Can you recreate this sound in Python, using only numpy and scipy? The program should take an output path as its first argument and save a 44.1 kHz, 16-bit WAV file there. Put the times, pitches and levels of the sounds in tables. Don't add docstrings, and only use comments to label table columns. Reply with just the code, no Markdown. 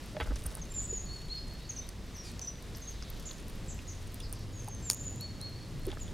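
import sys
import numpy as np
from scipy import signal
from scipy.fft import rfft, irfft
from scipy.io import wavfile
from scipy.ndimage import uniform_filter1d, map_coordinates

SR = 44100
rng = np.random.default_rng(int(sys.argv[2]) if len(sys.argv) > 2 else 0)


def to_wav(sig):
    pcm = np.clip(np.atleast_2d(sig), -1, 1) * 32767
    pcm = np.round(pcm).astype(np.int16)
    wavfile.write(sys.argv[1], SR, pcm.T)


N = 270333
TIME = np.arange(N) / SR


def from_db(db):
    return 10 ** (np.asarray(db) / 20)


def rms_one(x):
    return x / np.sqrt(np.mean(x ** 2) + 1e-20)


def peak_one(x):
    return x / (np.abs(x).max() + 1e-20)


def in_time(rows):
    s, *columns = np.transpose(rows)
    return [np.interp(TIME, s, column) for column in columns]


def add(out, s, x):
    room = out[max(0, int(s * SR)):][:len(x)]
    room += x[:len(room)]


def band(x, low_hz, high_hz):
    high_hz = min(max(high_hz, low_hz * 1.1), SR * .48)
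    return signal.sosfilt(signal.butter(2, [low_hz, high_hz], "band", fs=SR, output="sos"), x)


def resonate(x, peaks):
    out = 0
    for k, (hz, width, db) in enumerate(peaks):
        r = np.exp(-np.pi * width / SR)
        poles = [1, -2 * r * np.cos(2 * np.pi * hz / SR), r * r]
        ringing = signal.lfilter([1, 0, -1], poles, x + 1e-18)
        out = out + (-1) ** k * from_db(db) * (1 - r * r) / 2 * ringing
    return out


def drift(rate, size=N):
    steps = np.arange(size) * rate / SR
    return map_coordinates(rng.standard_normal(4096), [steps], order=2, mode="wrap")


# (frequency [Hz], relative level per Hz [dB])
AIR_COLOUR = [(12, -54), (20, 11), (74, -0.5), (172, -5), (241, -9.5), (499, -17), (802, -24), (1030, -24),
              (1480, -27.5), (1910, -26), (2320, -28.5), (4420, -29), (6010, -32), (14300, -46),
              (16000, -52)]
# (frequency [Hz], likeness [0-1])
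AIR_LIKENESS = [(25, .83), (70, .95), (1000, .93), (6000, .93), (9000, .8), (14000, .5)]
# (time [s], depths [dB], bass [dB], middle [dB])
AIR_LEVEL = [(0.0, -52.5, -50.5, -56.5), (0.39, -45, -50, -59), (0.54, -46, -49.5, -58.5),
             (2.61, -50.5, -51.5, -58), (2.97, -45.5, -51.5, -57.5), (3.69, -47, -49.5, -57.5),
             (4.15, -42.5, -52.5, -57.5), (4.5, -51, -50, -59), (5.05, -49, -47.5, -59),
             (5.51, -48.5, -50.5, -58.5), (6.13, -41, -47.5, -58.5)]


def air(deep_hz=65, split_hz=600, waver_db=1.5):
    hz = np.maximum(np.arange(N // 2 + 1) * SR / N, 1)
    colour_hz, colour_db = np.transpose(AIR_COLOUR)
    alike_hz, likeness = np.transpose(AIR_LIKENESS)
    colour = np.interp(np.log(hz), np.log(colour_hz), colour_db)
    alike = np.clip(np.interp(np.log(hz), np.log(alike_hz), likeness), 0, 1)
    mid, side = rfft(rng.standard_normal((2, N))) * from_db(colour) * hz / np.hypot(hz, 12)
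    both = mid + np.sqrt((1 - alike) / (1 + alike)) * side * [[1], [-1]]
    deep = 1 / (1 + (hz / deep_hz) ** 4)
    low = 1 / (1 + (hz / split_hz) ** 2)
    # (share of the spectrum, lowest and highest Hz that set its level, share of the waver)
    parts = [(deep, 20, 65, 1), (low * (1 - deep), 130, 500, 1), (1 - low, 800, 3500, .4)]
    out = 0
    for db, (share, low_hz, high_hz, unrest) in zip(in_time(AIR_LEVEL), parts):
        rms = np.std(irfft(mid * (hz > low_hz) * (hz < high_hz), N))
        gain = from_db(db + unrest * waver_db * drift(11)) / rms
        out = out + gain * irfft(both * share, N)
    return out


# (time [s], pitch [Hz], average level [dB])
HUM = [(0, 48.24, -52), (0.8, 50.66, -47.5), (1.7, 51.42, -50), (2.9, 53.18, -50.5), (3.5, 55.2, -56),
       (4.3, 57, -56), (4.8, 57, -59), (6.13, 60.3, -64)]
# (time [s], cycle rate [1/s], level [dB])
ENGINE = [(0, 10.4, -56.5), (3.2, 8.3, -59), (3.9, 9.1, -48), (4.4, 10.26, -47.5), (5.2, 9.7, -45.5),
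          (5.6, 10.3, -47), (6.13, 9.6, -50)]
# (multiple of the cycle rate, average relative level [dB])
ENGINE_PARTIALS = [(9, -9.5), (10, 2.5), (11, -14), (12, -5.5), (14, -16)]


def drones(hum_waver_db=-1.5, throb_db=3.5, slip_rad=0.4):
    hz, db = in_time(HUM)
    tone = np.sin(2 * np.pi * np.cumsum(hz) / SR)
    hum = from_db(db + hum_waver_db * drift(4.7)) * rms_one(tone)
    rate, db = in_time(ENGINE)
    turn = 2 * np.pi * np.cumsum(rate) / SR
    throb = 0
    for multiple, level_db in ENGINE_PARTIALS:
        gain = from_db(level_db + throb_db * drift(3.12))
        start = rng.uniform(0, 2 * np.pi)
        throb = throb + gain * np.sin(round(multiple) * turn + start + slip_rad * drift(5))
    return hum + from_db(db) * rms_one(throb)


# (time [s], level before the boost in seeds() [dB])
RUMMAGE = [(0.0, -66.5), (0.38, -65.5), (1.01, -70), (1.6, -68.5), (2.08, -78.5), (3.3, -68.5),
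           (4.71, -72.5), (5.04, -69), (5.43, -81), (5.72, -73.5), (5.89, -62.5), (6.13, -68.5)]
# (frequency [Hz], width [Hz], relative level [dB])
SEED_RINGS = [(2530, 1100, 0), (3700, 270, 3.5), (5190, 1000, -2), (7450, 4300, -3), (9480, 170, 2.5),
              (10420, 190, -0.5), (12000, 590, -9.5)]


def seeds(ticks_per_s=800, boost_db=5.5, size_db=4.6, clump_db=7.5):
    db, = in_time(RUMMAGE)
    born = rng.random(N) < ticks_per_s * from_db(clump_db * drift(70)) / SR
    size = from_db(size_db * np.minimum(rng.exponential(1, N), 3))
    ticks = born * size * rng.choice([-1, 1], N)
    dealt = rng.integers(0, len(SEED_RINGS), N)
    ringing = sum(resonate(ticks * (dealt == k), [ring]) for k, ring in enumerate(SEED_RINGS))
    return from_db(db + boost_db) * rms_one(ringing)


LEAD_IN_S = .004


def snap(crumble_s=0.001, lead_in=0.031, scatter=.02, scatter_t60=.045):
    t = np.arange(1500) / SR - LEAD_IN_S
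    crumble = from_db(-60 * np.abs(t) / crumble_s)
    after = crumble + scatter * from_db(-60 * np.abs(t) / scatter_t60)
    force = rng.standard_normal(len(t)) * np.where(t < 0, lead_in * (1 + t / LEAD_IN_S), after)
    force[round(LEAD_IN_S * SR)] += 1
    return rms_one(force)


# (frequency [Hz], width [Hz], relative level [dB])
SHELL_BODY = [(2330, 1000, -5), (4600, 190, 6.5), (5130, 530, 4.5), (6030, 780, 6.5)]
SHELL_EDGE = [(8960, 790, 1.5), (10170, 1380, -3)]
SHELL_UPPER = [(11940, 1100, -2), (15300, 740, -10.5)]


def bite(body_db, upper_db, split_s, splinters=5, loss_db=7.5, edge_low_hz=8140):
    force = np.zeros(SR // 10)
    for k in range(splinters):
        gain = from_db(-loss_db * np.log2(k + 1))
        add(force, split_s * k / (splinters - 1), gain * snap())
    bright = resonate(force, SHELL_EDGE) + from_db(upper_db) * resonate(force, SHELL_UPPER)
    bright = signal.sosfilt(signal.cheby1(5, 1, edge_low_hz, "high", fs=SR, output="sos"), bright)
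    sound = bright + from_db(body_db) * resonate(force, SHELL_BODY)
    return sound / np.sqrt(uniform_filter1d(sound ** 2, size=32).max())


# (time [s], short-term peak before the trim in cracks() [dB],
# shell body [dB], upper ring [dB], splitting time [s])
CRACKS = [(0.061, -46, -20, 3, .004), (.358, -37, -3, -12, .002), (.3602, -37.5, 1, -8, .004),
          (.436, -46.5, -20, -6, .001), (0.4399, -38, -13, -6, .001), (0.4573, -42, -15, -5, 0.0022),
          (.4607, -38, -22, -8, .002), (.4635, -26.5, -28, -7, .002), (0.4654, -30, -19, 0, .002),
          (.546, -47, -22, -10, .002), (0.5517, -31, -27, -5, 0.0026), (.571, -38, -26, -10, .002),
          (0.7221, -40.5, -22, -14, .002), (1.8897, -34, -9.5, -7, 0.0022), (2.3155, -44.5, -20, 3, .003),
          (2.394, -32.5, 14, -14, 0.0012), (2.416, -39.5, -5, -16, 0.0016), (2.625, -45.5, -19.5, 0, .002),
          (2.761, -45, -15, 3, .002), (2.771, -38, 6, 11, 0.0054), (2.783, -44, -4, 5, .003),
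          (3.1015, -35, -15, 8.5, 0.0053), (3.198, -42, -7, 1, .012), (3.231, -52, -14, 0, .002),
          (3.331, -45, -11, -9, 0.0018), (3.383, -44.5, -8, -8, .004), (3.483, -43, -18, 5, .004),
          (3.498, -43, -16, 2, .01), (4.072, -46, -20, -2, 0.011), (4.1438, -35, -21, 0, 0.002),
          (4.202, -37.5, -9, -9, 0.0054), (4.327, -28.5, -31, -3, .002), (4.334, -36.5, -10, -9, 0.02),
          (4.645, -46.5, -19.5, -12, .004), (4.6851, -37.5, -18, -10, .002), (4.749, -42, -22, -11, 0.0014),
          (4.9, -13, -9.5, -5.5, 0.0004), (4.911, -23, -5, -7, 0.00053), (4.9168, -33, -9, -7, .001),
          (4.921, -28.5, -15, -4, .001), (4.932, -29, -15, -2, .002), (4.9398, -40, -20, 2, .001),
          (4.946, -35, -13, 2, .002), (5.16, -45, -12, 1, .002), (5.2098, -36, -14, 7, 0.0021),
          (5.4138, -35, -20, -15, .002), (5.867, -37.5, -25, 2, 0.0033)]


def cracks(trim_db=-2.5, nibbles_per_s=5.3, nibble_db=-51, nibble_spread_db=-4):
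    out = np.zeros(N)
    chance = rng.random((int(nibbles_per_s * N / SR), 2))
    nibbles = []
    for k, (when, force) in enumerate(chance):
        db = nibble_db + nibble_spread_db * (2 * force - 1)
        nibbles.append(((k + when) / nibbles_per_s, db, -25, 15, 0.012))
    for s, db, body_db, upper_db, split_s in CRACKS + nibbles:
        add(out, s - LEAD_IN_S, from_db(db + trim_db) * bite(body_db, upper_db, split_s))
    return out


# (frequency before detuning [Hz], average relative level [dB],
# longest time to fall 60 dB [s])
BOARDS = [(306, 7, 0.018), (375, -5, 0.07), (456, -2.5, 0.07), (603, -1.5, 0.072), (842, -4, 0.074),
          (882, -8.5, 0.11), (1310, -6.5, 0.18), (1537, -5, 0.11), (1700, -6, 0.07), (2103, -10, 0.15),
          (2802, -11, 0.12), (3380, -1.5, 0.24), (3790, -5.5, 0.076), (4740, -6, 0.056)]


def contact(low_hz, high_hz, dying_s, scuff=3.15, grain_db=4.0):
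    t = np.arange(int((dying_s + .04) * SR)) / SR
    hz, mode_db, t60 = np.transpose(BOARDS)[:, :, None]
    strength = from_db(mode_db + 2 * rng.standard_normal(hz.shape)) * rng.choice([-1, 1], hz.shape)
    hz = hz * (1 + .012 * rng.standard_normal(hz.shape))
    fade = from_db(-60 * t / np.minimum(t60, dying_s))
    ringing = np.sum(strength * np.sin(2 * np.pi * hz * t) * fade, axis=0)
    grain = from_db(grain_db * drift(342, size=len(t)) - 60 * t / dying_s)
    rubbing = scuff * rng.standard_normal(len(t)) * grain
    return peak_one(band(ringing + band(rubbing, low_hz / 2, high_hz), low_hz, high_hz))


# (time [s], peak [dB], highest frequency [Hz], dying time [s])
SCUFFS = [(0.1661, -32, 3500, 0.031), (0.2009, -26.5, 3150, 0.058), (0.2108, -30, 2800, 0.09),
          (.258, -38.5, 2230, 0.068), (.269, -39, 1700, 0.13), (.308, -38.5, 1700, 0.095),
          (.319, -36.5, 1600, 0.041), (0.36, -38, 7000, 0.035), (0.452, -43, 2000, 0.76),
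          (.521, -41.5, 1490, 0.081), (0.569, -42, 1600, 0.081), (5.882, -42.5, 5000, 0.09),
          (5.9, -44, 3780, 0.24), (5.927, -35.5, 2200, 0.052), (5.971, -37, 1490, 0.02)]
# (time [s], peak [dB], centre frequency [Hz], dying time [s])
TAPS = [(.147, -42.5, 604, .07), (.166, -35.5, 636, 0.051), (.3045, -36.5, 260, 0.046),
        (.925, -35, 444, 0.038), (2.555, -47, 3800, 0.021), (2.749, -43, 5500, 0.04),
        (3.024, -36.5, 5550, 0.052), (3.29, -46, 3500, .03), (3.311, -36, 3900, 0.0203),
        (3.79, -40.5, 2672, .05), (4.204, -42, 3230, .025), (4.677, -39, 890, 0.054),
        (5.722, -38.5, 151, 0.2), (5.869, -31, 360, 0.1), (5.903, -47, 3580, 0.022),
        (5.916, -39, 3350, 0.015), (6.079, -43.5, 3430, .035)]
# (time [s], peak [dB])
THUDS = [(0.219, -31), (0.263, -28.5), (0.312, -30), (0.453, -33.5)]


def knocks(boost_db=1.5, tap_width_octaves=0.41, claw_above_hz=800, claw_db=-2,
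           jolt_above_db=-30, jolt_db=-18.5):
    out = np.zeros(N)
    edge = 2 ** (tap_width_octaves / 2)
    for s, db, high_hz, dying_s in SCUFFS:
        add(out, s, from_db(db) * contact(387, high_hz, dying_s))
    for s, db, hz, dying_s in TAPS:
        add(out, s, from_db(db) * contact(hz / edge, hz * edge, dying_s))
        if hz > claw_above_hz:
            add(out, s, from_db(db + claw_db) * contact(claw_above_hz, 8000, 0.0065))
    for s, db in THUDS:
        add(out, s, from_db(db) * contact(30.3, 67.5, 0.119))
    for s, db, *_ in CRACKS:
        if db > jolt_above_db:
            add(out, s, from_db(db + jolt_db) * contact(380, 1400, 0.021))
    return from_db(boost_db) * out


# (frequency [Hz], left minus right [dB], lead of left [rad])
SIDE_DIFFERENCES = [(100, -1, 0.046), (2000, -0.5, 0.18), (6000, 1.5, 0.37), (9000, -4, -0.9),
                    (11000, 1.5, -0.84), (13300, 12.5, -1.7), (15900, -4, -1.5)]


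def close_by(x):
    hz, left_db, lead = np.transpose(SIDE_DIFFERENCES)
    bins = np.arange(N // 2 + 1) * SR / N
    half = from_db(np.interp(bins, hz, left_db) / 2) * np.exp(.5j * np.interp(bins, hz, lead))
    return irfft(rfft(x) * np.array([half, 1 / half]), N)


def woodland(x, trunks_db, tail_db, near_db, trunks_t60=0.19):
    t60, air_hz, near_s, side_spread = 1.4, 6000, .023, .16
    t = np.arange(SR) / SR
    hits = (rng.random(SR) < 1500 / SR) * (t > .006)
    trunks = rng.standard_normal((2, SR)) * hits * from_db(-60 * t / trunks_t60)
    tail = rng.standard_normal((2, SR)) * (1 - np.exp(-t / 0.0034))
    dull = signal.sosfiltfilt(signal.butter(4, air_hz, fs=SR, output="sos"), tail)
    tail = dull * from_db(-60 * t / t60) + (tail - dull) * from_db(-60 * t / (0.35 * t60))
    echoes = from_db(trunks_db) * rms_one(trunks) + from_db(tail_db) * rms_one(tail)
    echoes = echoes / np.sqrt(SR)
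    echoes[0, int(near_s * SR)] += from_db(near_db)
    mid, side = signal.fftconvolve(x[None], echoes, axes=1)[:, :N]
    return mid + side_spread * side * [[1], [-1]]


def note(length, crest_hz, fall_octaves, shape, waver=0.0017, rough=0.0046, flutter_db=2.0,
         rise_shape=2.66, fall_shape=1.5, octave_db=-65):
    rise_octaves, crest, loudest, fade_db, flick_octaves = shape
    crest, loudest = np.clip([crest, loudest], .02, .98)
    u = np.linspace(0, 1, int(length * SR))
    rise = np.maximum(1 - u / crest, 0) ** rise_shape
    fall = np.maximum((u - crest) / (1 - crest), 0) ** fall_shape
    hz = crest_hz * 2 ** (-rise_octaves * rise - fall_octaves * fall - flick_octaves * u ** 10)
    shake = waver * drift(224, size=len(u))
    shake = shake + rough * fall_octaves / length * drift(947, size=len(u))
    fade = fade_db * np.interp(u, [0, loudest, 1], [1, 0, 1]) ** 2
    loudness = flutter_db * drift(118.0, size=len(u)) - fade
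    swell = np.tanh(u / 0.041) * np.tanh((1 - u) / 0.04) * from_db(loudness)
    phase = 2 * np.pi * np.cumsum(hz * (1 + shake)) / SR
    return swell * (np.sin(phase) + from_db(octave_db) * np.sin(2 * phase))


# (time [s], length [s], crest pitch [Hz], rise [octaves], fall [octaves], # level [dB],
# echo relative to the chip [dB]); the row at 1.785 s is a strong echo of the 1.763 s chip # from a close trunk
CHIPS = [(0.615, 0.015, 6496, 0.04, 0.076, -41.5, -7), (0.82, 0.021, 8140, 0.79, 0.14, -46.5, 3),
         (0.97, .016, 6750, .02, 0.13, -44, 0), (1.692, 0.018, 6700, .12, 0.13, -34.5, -6),
         (1.763, 0.019, 6300, 0.017, 0.2, -38, -4), (1.785, 0.02, 6120, 0.032, 0.011, -38, -8),
         (2.144, 0.03, 6250, 0.01, 0.24, -47.5, -0.5), (2.179, 0.038, 5780, 0.048, 0.08, -45.5, -2),
         (2.414, 0.019, 6160, 0.14, 0.086, -37.5, 0), (2.42, 0.012, 7550, .05, 0.15, -48, -2),
         (2.472, 0.021, 6010, 0.26, 0.028, -34, -5.5), (2.818, 0.014, 6480, .05, 0.069, -45.5, 0.5),
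         (2.873, 0.027, 6550, 0.077, .08, -41, -5), (3.253, 0.03, 7270, .9, 0.22, -41.5, 2),
         (3.681, 0.028, 7720, 0.424, 0.35, -44.5, 4), (3.875, 0.03, 6950, .7, 0.27, -45, 3),
         (4.222, .034, 5130, .05, 0.37, -49.5, 1), (5.995, 0.02, 7500, .02, 0.064, -50, -3),
         (6.01, 0.026, 6940, .01, 0.031, -43.5, -2.5)]
# (crest place [0-1], loudest place [0-1], fade at the ends [dB], final flick [octaves])
CHIP_SHAPE = (0.212, 0.466, 4.9, 0.11)
# (time [s], length [s], crest pitch [Hz], level [dB])
RISING_CHIRPS = [(1.603, .026, 3950, -56.5), (1.637, .026, 4650, -54), (1.812, .024, 3830, -55)]
# (rise [octaves], crest place [0-1],
# loudest place [0-1], fade at the ends [dB], final flick [octaves])
RISING_SHAPE = (.11, 0.8, .7, 4, -0.04)


def chatter():
    out = rasp()
    for s, length, hz, db in RISING_CHIRPS:
        chirp = note(length, hz, 0, RISING_SHAPE, waver=0.006, rise_shape=1.2)
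        add(out, s, from_db(db) * chirp)
    among_trees = out.copy()
    for s, length, hz, rise, fall, db, echo_db in CHIPS:
        chip = from_db(db) * note(length, hz, fall, (rise, *CHIP_SHAPE), waver=0.002, rough=0.00081,
                                  flutter_db=1.1, fall_shape=1.229, octave_db=-38)
        add(out, s, chip)
        add(among_trees, s, from_db(echo_db) * chip)
    return out + woodland(among_trees, trunks_db=-1.0, tail_db=-20.5, near_db=-11, trunks_t60=0.27)


# (time [s], length [s], crest pitch [Hz], fall [octaves], level [dB])
HIGH_WHISTLES = [(0.7, 0.029, 7370, 0.0044, -45), (0.739, 0.066, 7310, 0.085, -31.5),
                 (0.881, 0.04, 6930, 0.01, -37), (0.924, 0.068, 6905, 0.047, -37.5),
                 (4.517, 0.11, 6780, 0.15, -49), (4.669, 0.11, 6430, 0.046, -48.5),
                 (4.821, 0.115, 7430, 0.24, -39), (4.969, 0.065, 7140, 0.0054, -44),
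                 (5.036, 0.053, 7100, 0.059, -38)]
# (rise [octaves], crest place [0-1], loudest place [0-1],
# fade at the ends [dB], final flick [octaves])
HIGH_SHAPE = (0.057, 0.172, 0.74, 15, 0.036)


def high_whistles():
    out = np.zeros(N)
    for s, length, hz, fall, db in HIGH_WHISTLES:
        add(out, s, from_db(db) * note(length, hz, fall, HIGH_SHAPE))
    return out + woodland(out, trunks_db=-11.5, tail_db=-2.0, near_db=-18.0)


# (time [s], length [s], crest pitch [Hz], rise [octaves], fall [octaves], # level [dB],
# strength of the far echoes [dB]); the last row is a faint, flat echo of the 5.199 s whistle
LOW_WHISTLES = [(1.054, 0.05, 4410, 0.0172, .005, -52, -35), (1.089, 0.1, 4440, 0.131, .06, -44, -11),
                (1.293, 0.096, 4346, 0.1384, 0.062, -38.5, -30), (1.353, 0.082, 4980, .12, .003, -51, -60),
                (5.199, 0.0685, 4420, 0.204, 0.019, -42.5, -21), (5.402, 0.11, 4330, 0.19, 0.016, -43, -16),
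                (5.548, 0.045, 4469, .02, 0.0026, -51, -26)]
# (crest place [0-1], loudest place [0-1], fade at the ends [dB], final flick [octaves])
LOW_SHAPE = (0.431, 0.32, 10, 0.018)
# (delay [s], level added to each whistle's echo strength [dB])
FAR_ECHOES = [(0.126, -4), (.39, 0)]


def low_whistles():
    out = np.zeros(N)
    for s, length, hz, rise, fall, db, echo_db in LOW_WHISTLES:
        call = from_db(db) * note(length, hz, fall, (rise, *LOW_SHAPE), flutter_db=1.5)
        add(out, s, call)
        for delay, far_db in FAR_ECHOES:
            add(out, s + delay, from_db(echo_db + far_db) * call)
    return out + woodland(out, trunks_db=-5.5, tail_db=-8.5, near_db=-9.5, trunks_t60=0.28)


# (time [s], length [s], level before the swell [dB],
# lowest frequency [Hz], highest frequency [Hz])
RUSTLES = [(1.265, 0.17, -63, 2900, 4100), (2.699, 0.69, -59.5, 3220, 4580), (4.297, 0.18, -58, 4000, 6100)]


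def rustles(grain_db=1.5):
    out = np.zeros(N)
    for s, length, db, low_hz, high_hz in RUSTLES:
        size = int(length * SR)
        grains = rng.standard_normal(size) * from_db(grain_db * drift(151.0, size=size))
        swell = np.sin(np.linspace(0, np.pi, size))
        add(out, s, from_db(db) * swell * rms_one(band(grains, low_hz, high_hz)))
    return out


# (time [s], average pitch [Hz], level [dB])
RASP = [(2.22, 2600, -89), (2.25, 2470, -50.5), (2.295, 2160, -55), (2.33, 2020, -83.5), (2.4, 2000, -110)]
RASP_HARMONICS_DB = [-5.5, 3, -8.5, -11]


def rasp(waver=0.053, hiss_db=0.0):
    hz, db = in_time(RASP)
    phase = 2 * np.pi * np.cumsum(hz * (1 + waver * drift(1500))) / SR
    tone = 0
    for k, level_db in enumerate(RASP_HARMONICS_DB):
        tone = tone + from_db(level_db) * np.sin((k + 1) * phase)
    hiss = from_db(hiss_db) * rms_one(band(rng.standard_normal(N), 3300, 8600))
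    return from_db(db) * rms_one(tone + hiss)


def scene(rattle_side_db=-17):
    background = air() + drones()
    paws = knocks() + from_db(rattle_side_db) * knocks() * [[1], [-1]]
    squirrel = close_by(seeds() + cracks() + paws)
    birds = chatter() + high_whistles() + low_whistles()
    return background + squirrel + birds + rustles()


def record(dry):
    return signal.sosfilt(signal.ellip(10, .1, 80, 16200, fs=SR, output="sos"), dry)


dry = scene()
out = record(dry)
to_wav(out)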